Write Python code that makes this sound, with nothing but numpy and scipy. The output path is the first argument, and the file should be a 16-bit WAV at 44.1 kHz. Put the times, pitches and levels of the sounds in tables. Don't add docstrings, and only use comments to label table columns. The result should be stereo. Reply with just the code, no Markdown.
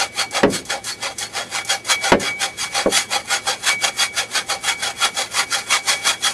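import sys
import numpy as np
from scipy import signal
from scipy.fft import rfft, irfft
from scipy.io import wavfile
from scipy.ndimage import uniform_filter1d

SR = 44100
rng = np.random.default_rng(int(sys.argv[2]) if len(sys.argv) > 2 else 0)


def master_out(mix):
    frames = np.transpose(np.atleast_2d(mix))
    ceiling = np.clip(frames, -1, 1)
    pcm = np.round(ceiling * 32767).astype(np.int16)
    wavfile.write(sys.argv[1], SR, pcm)


N = 279153
TIME = np.arange(N) / SR
BINS = np.fft.rfftfreq(N, 1 / SR)

# crest t/s, level/dB, length/s, body/dB (full or thin)
SAW_STROKES = [(0.006, -19, 0.073, -0.5), (0.205, -20.0, 0.074, 1), (0.362, -20, 0.073, 2.0),
               (0.555, -24.5, 0.077, -7), (0.72, -24.5, 0.082, 2.5), (0.894, -25.5, 0.084, -6),
               (1.047, -25.5, 0.097, 1), (1.227, -27, 0.091, -1.5), (1.372, -25, 0.1, 0.5),
               (1.567, -22, 0.086, 2.5), (1.711, -19, 0.08, -2), (1.915, -18, 0.077, 1),
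               (2.059, -20, 0.092, 0.0), (2.259, -23, 0.097, 3), (2.43, -21, 0.08, -1.0),
               (2.632, -22.5, 0.078, -3), (2.771, -19.5, 0.11, 0.5), (2.975, -16.0, 0.1, -3),
               (3.141, -18, 0.074, 0.0), (3.338, -19.5, 0.092, 1.5), (3.488, -21.0, 0.091, 0.0),
               (3.689, -17, 0.091, 0.5), (3.845, -17.5, 0.076, -1.5), (4.023, -16, 0.077, -1.5),
               (4.184, -19.5, 0.083, -1.5), (4.369, -21.0, 0.087, 2), (4.513, -20.0, 0.072, -0.5),
               (4.693, -18.5, 0.084, 0.5), (4.845, -20.5, 0.1, -1.5), (5.039, -18.5, 0.086, 1),
               (5.19, -21.5, 0.1, -2), (5.387, -17.5, 0.088, 1), (5.547, -20, 0.1, -3.5),
               (5.742, -16.5, 0.085, 1), (5.897, -16.5, 0.097, -3.0), (6.088, -18, 0.095, 1),
               (6.259, -18.0, 0.097, -4.0)]
# release t/s, level/dB, t60/s, time stuck/s
BLADE_CATCHES = [(0.309, -26, 0.042, .015), (0.5, -30, .08, 0.05), (0.651, -31, 0.12, 0.02),
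                 (0.841, -28, 0.15, 0.037), (1.183, -21.5, 0.19, .045), (1.648, -22.5, 0.04, 0.016),
                 (1.847, -30, 0.062, 0.032), (2.197, -25, 0.099, 0.057), (2.923, -19.5, 0.072, 0.042)]
# t/s, ring/dB, thud/dB, thud cut-off/Hz, bass/dB
FRAME_KNOCKS = [(0.432, -6, -11, 1680, 2), (2.1195, -7.5, -5.5, 2240, 0), (2.8591, -13.5, -13.5, 649, -5)]


def amp(db):
    return 10 ** (np.asarray(db) / 20)


def unit_rms(x):
    return x / np.sqrt(np.mean(x ** 2) + 1e-20)


def curve(points, hz):
    f, value = np.transpose(points)
    return np.interp(np.log(hz + 1), np.log(f + 1), value)


def add(mix, s, sound):
    part = mix[max(round(s * SR), 0):][:len(sound)]
    part += sound[:len(part)]


def eq(x, gain):
    return irfft(rfft(x) * gain, N)


def noise(colour):
    return unit_rms(eq(rng.standard_normal(N), colour))


def wander(hz):
    knots = np.arange(0, N / SR + 1, .5 / hz)
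    return unit_rms(np.interp(TIME, knots, rng.standard_normal(len(knots))))


def below(hz):
    return 1 / (1 + (BINS / hz) ** 6)


def bell(hz, centre, width):
    return 1 / (1 + (2 * (hz - centre) / width) ** 2)


def driveway(air_db=-44, hum_hz=114, hum_db=-55):
    # f/Hz, level/dB
    air_colour = [(20, -23), (60, -3), (115, -2), (160, 0.5), (280, 0), (450, 1), (900, -14.5), (3000, -15),
                  (12000, -31.5)]
    air = noise(amp(curve(air_colour, BINS)))
    hum = np.sqrt(2) * np.sin(2 * np.pi * np.cumsum(hum_hz + 3 * wander(28)) / SR)
    return amp(air_db) * air + amp(hum_db) * hum


def teeth(mid_stroke_hz=1368, tooth_share=0.18, grit_db=4):
    crests = [row[0] for row in SAW_STROKES]
    crests.append(2 * crests[-1] - crests[-2])
    stroke = np.interp(TIME, crests, np.arange(len(crests)))
    speed = np.cos(np.pi * stroke) ** 2
    passed = np.cumsum(mid_stroke_hz * speed * (1 + .12 * wander(5) + .13 * wander(400))) / SR
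    clicks = np.diff(np.floor(passed), prepend=0)
    strikes = clicks * amp(grit_db * rng.standard_normal(N)) * np.sqrt(speed)
    chips = rng.standard_normal(N) * amp(2 * wander(1030))
    chip_share = 1 - 2 * tooth_share * speed
    return np.sqrt(tooth_share) * unit_rms(strikes) + np.sqrt(chip_share) * unit_rms(chips)


def shifting_contact(x, flare_db=2.7):
    spectra = signal.stft(x, nperseg=1024, noverlap=768)[2]
    patches = uniform_filter1d(rng.standard_normal(spectra.shape), size=3, axis=0)
    patches = uniform_filter1d(patches, size=6, axis=1)
    return signal.istft(spectra * amp(flare_db * unit_rms(patches)), nperseg=1024, noverlap=768)[1][:N]


def steel(x, size=16384):
    # f/Hz, level/dB
    colour = [(60, -39.5), (250, -12.5), (420, -5), (540, 1), (950, -1), (1250, 0), (2100, 0), (2700, -4.5),
              (3600, -5), (4600, -1), (6500, -5), (7400, -5), (10000, -6.5), (12000, -16)]
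    # f/Hz, width/Hz, height above the colour/dB
    resonances = [(791, 30, 11), (1400, 14, 7), (1700, 37, 4), (2052, 33, 6.5), (2247, 14.4, 13.5),
                  (2448, 29, 7.5), (2800, 43, 4.5), (3360, 49, 3), (3329, 52, 16.5), (3370, 28, 11),
                  (3640, 81, 3.5), (3983, 95, 6.5), (4350, 38, 9.5), (4720, 27, 10.5), (4780, 93, 0),
                  (6000, 95, 7.5), (6360, 48, 6), (6690, 24, 12.5), (7710, 40, 4.5)]
    hz = abs(np.fft.fftfreq(size, 1 / SR))
    peaks = sum((amp(db) ** 2 - 1) * bell(hz, f, width) for f, width, db in resonances)
    log_gain = np.log(amp(curve(colour, hz)) * np.sqrt(1 + peaks))
    impulse = np.fft.ifft(np.exp(np.conj(signal.hilbert(log_gain)))).real
    return signal.oaconvolve(x, impulse[:size // 2])[:N]


def grip(x, hz=3370, width_hz=120, loose_db=-2.5, full_grip_s=4.9):
    band = eq(x, bell(BINS, hz, width_hz))
    looseness = np.maximum(1 - TIME / full_grip_s, 0)
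    return x + band * (amp(loose_db * looseness) - 1)


def stroke_envelope(pull_db, push_db, lag, stretch, body_share, fall_db=26, roundness=0.83, turn_db=-51):
    pull, push = (0.41, pull_db, -4.5), (0.54, push_db, -1.5)
    t = TIME[::40]
    power = np.full(len(t), amp(turn_db) ** 2)
    for k, (s, db, length, body_db) in enumerate(SAW_STROKES):
        attack, way_db, skid_db = push if k % 2 else pull
        since = (t - s - lag) / (length * stretch)
        from_crest = since / np.where(since < 0, attack, 1 - attack)
        fade_db = fall_db * (np.hypot(from_crest, roundness) - roundness)
        bite_s = s - 0.2 * length
        skidding = np.clip((bite_s - t) / .003, 0, 1)
        power += amp(db + way_db + body_share * body_db + skid_db * skidding - fade_db) ** 2
    return np.interp(TIME, t, np.sqrt(power))


def sticking(duck_db=-6):
    stuck = sum((TIME > s - wait) & (TIME < s) for s, *_, wait in BLADE_CATCHES)
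    return amp(duck_db * uniform_filter1d(stuck.astype(float), size=130))


def rasp(level_db=3.5, uneven_db=1.49):
    # top f/Hz, pull/dB, push/dB, lag/s, length factor, share of body
    bands = [(883, -1, -7.5, 0.0062, 1.31, 2.25), (2830, 0.5, 1, 0.0011, 1.107, 0.44),
             (7000, -1.5, -1.5, -0.00062, 1.007, 0), (18500, -2, 0, -0.0072, 1.23, -0.42)]
    cut = unit_rms(grip(steel(shifting_contact(teeth()))))
    out, lower = np.zeros(N), 0
    for edge_hz, *response in bands:
        upper = below(edge_hz)
        out += eq(cut, upper - lower) * stroke_envelope(*response)
        lower = upper
    return amp(level_db + uneven_db * wander(39)) * sticking() * out


def squeaks(level_db=-1.5, waver_hz=14, flutter_db=2):
    # peak t/s, f/Hz, level/dB, length/s
    cues = [(0.011, 4270, -24, .04), (0.205, 4350, -19.5, .04), (.569, 4310, -27, .028),
            (0.92, 4400, -28.5, .04), (1.256, 4370, -35, .04), (1.708, 3294, -15, .022),
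            (1.928, 3287, -18.5, .03), (5.032, 1374, -19, .03), (5.039, 3324, -18, .03),
            (5.191, 3351, -26.5, .045), (5.75, 1234, -20.5, .027), (6.247, 3349, -20, .03)]
    drift = waver_hz * wander(134)
    flutter = amp(flutter_db * wander(250))
    out = np.zeros(N)
    for s, hz, db, length in cues:
        near = abs(TIME - s) < 2 * length
        swell = np.exp(-(2 * (TIME[near] - s) / length) ** 2)
        tone = np.sqrt(2) * np.sin(2 * np.pi * np.cumsum(hz + drift[near]) / SR)
        out[near] += amp(db + level_db) * swell * tone
    return out * flutter


def groans(level_db=-7.5, lag_s=0.02, length_s=0.063, effort_share=0.31, usual_db=-20):
    # f/Hz, width/Hz, level/dB
    resonances = [(547, 84, -5), (790, 46, 2.5)]
    envelope, t = np.zeros(N), TIME[:SR // 4]
    for s, db, _, body_db in SAW_STROKES[::2]:
        start = max(s - .1, 0)
        swell = np.exp(-(2 * (t + start - s - lag_s) / length_s) ** 2)
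        effort_db = usual_db + effort_share * (db - usual_db)
        add(envelope, start, amp(effort_db + body_db + level_db) * swell)
    return envelope * noise(sum(amp(db) * bell(BINS, hz, width) for hz, width, db in resonances))


def blade_ring(hz=2270, t60=0.55, level_db=-1.5, rise_10db_s=0.0093, lag_s=0.034):
    # peak t/s, level/dB
    strong = [(.21, -31.5), (1.57, -28.5), (1.923, -20), (2.285, -20.5), (2.635, -29), (3.703, -18),
              (4.037, -26.5), (4.704, -28), (5.405, -31), (5.752, -31.5), (5.941, -25)]
    faint = [(s + lag_s, db - 17 + 3 * rng.standard_normal()) for s, db, *_ in SAW_STROKES]
    power, t = np.zeros(N), TIME[:SR]
    for peak, db in strong + faint:
        start = max(peak - .1, 0)
        since = t + start - peak
        envelope_db = np.where(since < 0, 10 * since / rise_10db_s, -60 * since / t60)
        add(power, start, amp(db + envelope_db) ** 2)
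    phase = 2 * np.pi * np.cumsum(hz + 1.51 * wander(10.9)) / SR
    return amp(level_db) * np.sqrt(2 * power) * np.sin(phase)


def catches(low_shelf_hz=5200, rise_s=0.00092):
    scrape = unit_rms(eq(steel(rng.standard_normal(N)), 1.08 - below(low_shelf_hz)))
    envelope, t = np.zeros(N), TIME[:SR // 4]
    for s, db, t60, _ in BLADE_CATCHES:
        add(envelope, s, amp(db - 60 * t / t60) * (1 - np.exp(-t / rise_s)))
    return scrape * envelope


def thud(samples, cut_hz):
    # f/Hz, level/dB
    spectrum = [(20, -33), (75, -24), (150, -16.5), (300, 3), (550, 5.5), (900, -4.5), (2500, -1.5),
                (12000, -2)]
    # f/Hz, t60/s
    decay_times = [(50, 0.13), (250, 0.2), (600, 0.11), (1500, 0.078), (8000, 0.027)]
    hz, age, spectra = signal.stft(rng.standard_normal(samples), SR, nperseg=256)
    colour = amp(curve(spectrum, hz)) / np.sqrt(1 + (hz / cut_hz) ** 4)
    decay = amp(-60 * age / curve(decay_times, hz)[:, None])
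    burst = signal.istft(spectra * colour[:, None] * decay, SR, nperseg=256)[1][:samples]
    return burst / np.std(burst[:SR // 50])


def knocks(ring_trim_db=-1, rise_s=0.00031, bass_hz=300):
    # f/Hz, level/dB, t60/s
    modes = [(199.2, -6, 0.25), (281.3, -9.5, 0.3), (342, -0.5, 0.087), (412, -1.5, 0.15), (469, -1, 0.12),
             (565, -3, 0.17), (800, -9, 0.063), (940, -3.5, 0.06), (1120, -7.5, 0.092)]
    out, t = np.zeros(N), TIME[:SR * 3 // 4]
    for s, ring_db, thud_db, cut_hz, bass_db in FRAME_KNOCKS:
        ring = sum(amp(db - 60 * t / t60) * np.sin(2 * np.pi * (hz * t + rng.random()))
                   for hz, db, t60 in modes)
        blow = amp(ring_db + ring_trim_db) * ring + amp(thud_db) * thud(len(t), cut_hz)
        bass = signal.filtfilt(*signal.butter(2, bass_hz, fs=SR), blow, padtype=None)
        add(out, s, (blow + (amp(bass_db) - 1) * bass) * (1 - np.exp(-t / rise_s)))
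    return out


def boom(level_db=-14, t60=0.55, rise_s=0.0039):
    # f/Hz, level/dB
    colour = [(40, -29), (110, -7), (180, -3), (550, -8), (750, -18), (2000, -39), (10000, -79)]
    envelope, t = np.zeros(N), TIME[:SR]
    for s, db, *_, bass_db in FRAME_KNOCKS:
        add(envelope, s, amp(db + bass_db + level_db - 60 * t / t60) * (1 - np.exp(-t / rise_s)))
    return envelope * noise(amp(curve(colour, BINS)))


def reflections(x, t60=0.1):
    t = TIME[:SR // 10]
    impulse = rng.standard_normal(len(t)) * amp(-60 * t / t60)
    return signal.oaconvolve(x, impulse / np.linalg.norm(impulse))[:N]


def scene(scatter_db=-2, echo_db=-8.5):
    # f/Hz, side level/dB
    width = [(50, -9), (250, -10.5), (550, -11), (1100, -7.5), (2200, -5.5), (4500, -6), (10000, -5.5)]
    # f/Hz, left minus right/dB
    balance = [(60, -4), (250, 0), (1500, 0), (2300, 2.5), (3300, 3), (4500, 0.5), (8000, -.5),
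               (12000, -0.5)]
    direct = rasp() + squeaks() + groans() + catches() + knocks()
    mid = direct + blade_ring() + boom() + driveway()
    scattered = rasp() + boom() + driveway()
    side = amp(scatter_db) * scattered + amp(echo_db) * reflections(direct)
    side = eq(side, amp(curve(width, BINS)))
    lean = amp(curve(balance, BINS) / 2)
    return np.array([eq(mid + side, lean), eq(mid - side, 1 / lean)])


def record(dry, motor_hz=149.85, notch_depth=0.73, feedback=0.63, ceiling=0.97, top_hz=12300):
    delay = np.exp(-2j * np.pi * BINS / motor_hz)
    comb = 1 - notch_depth * (1 - feedback) * delay / (1 - feedback * delay)
    rounded = ceiling * np.tanh(eq(dry, comb) / ceiling)
    lowpass = signal.firwin(301, top_hz, window=("kaiser", 9), fs=SR)
    return signal.oaconvolve(rounded, lowpass[None], "same")


dry = scene()
out = record(dry)
master_out(out)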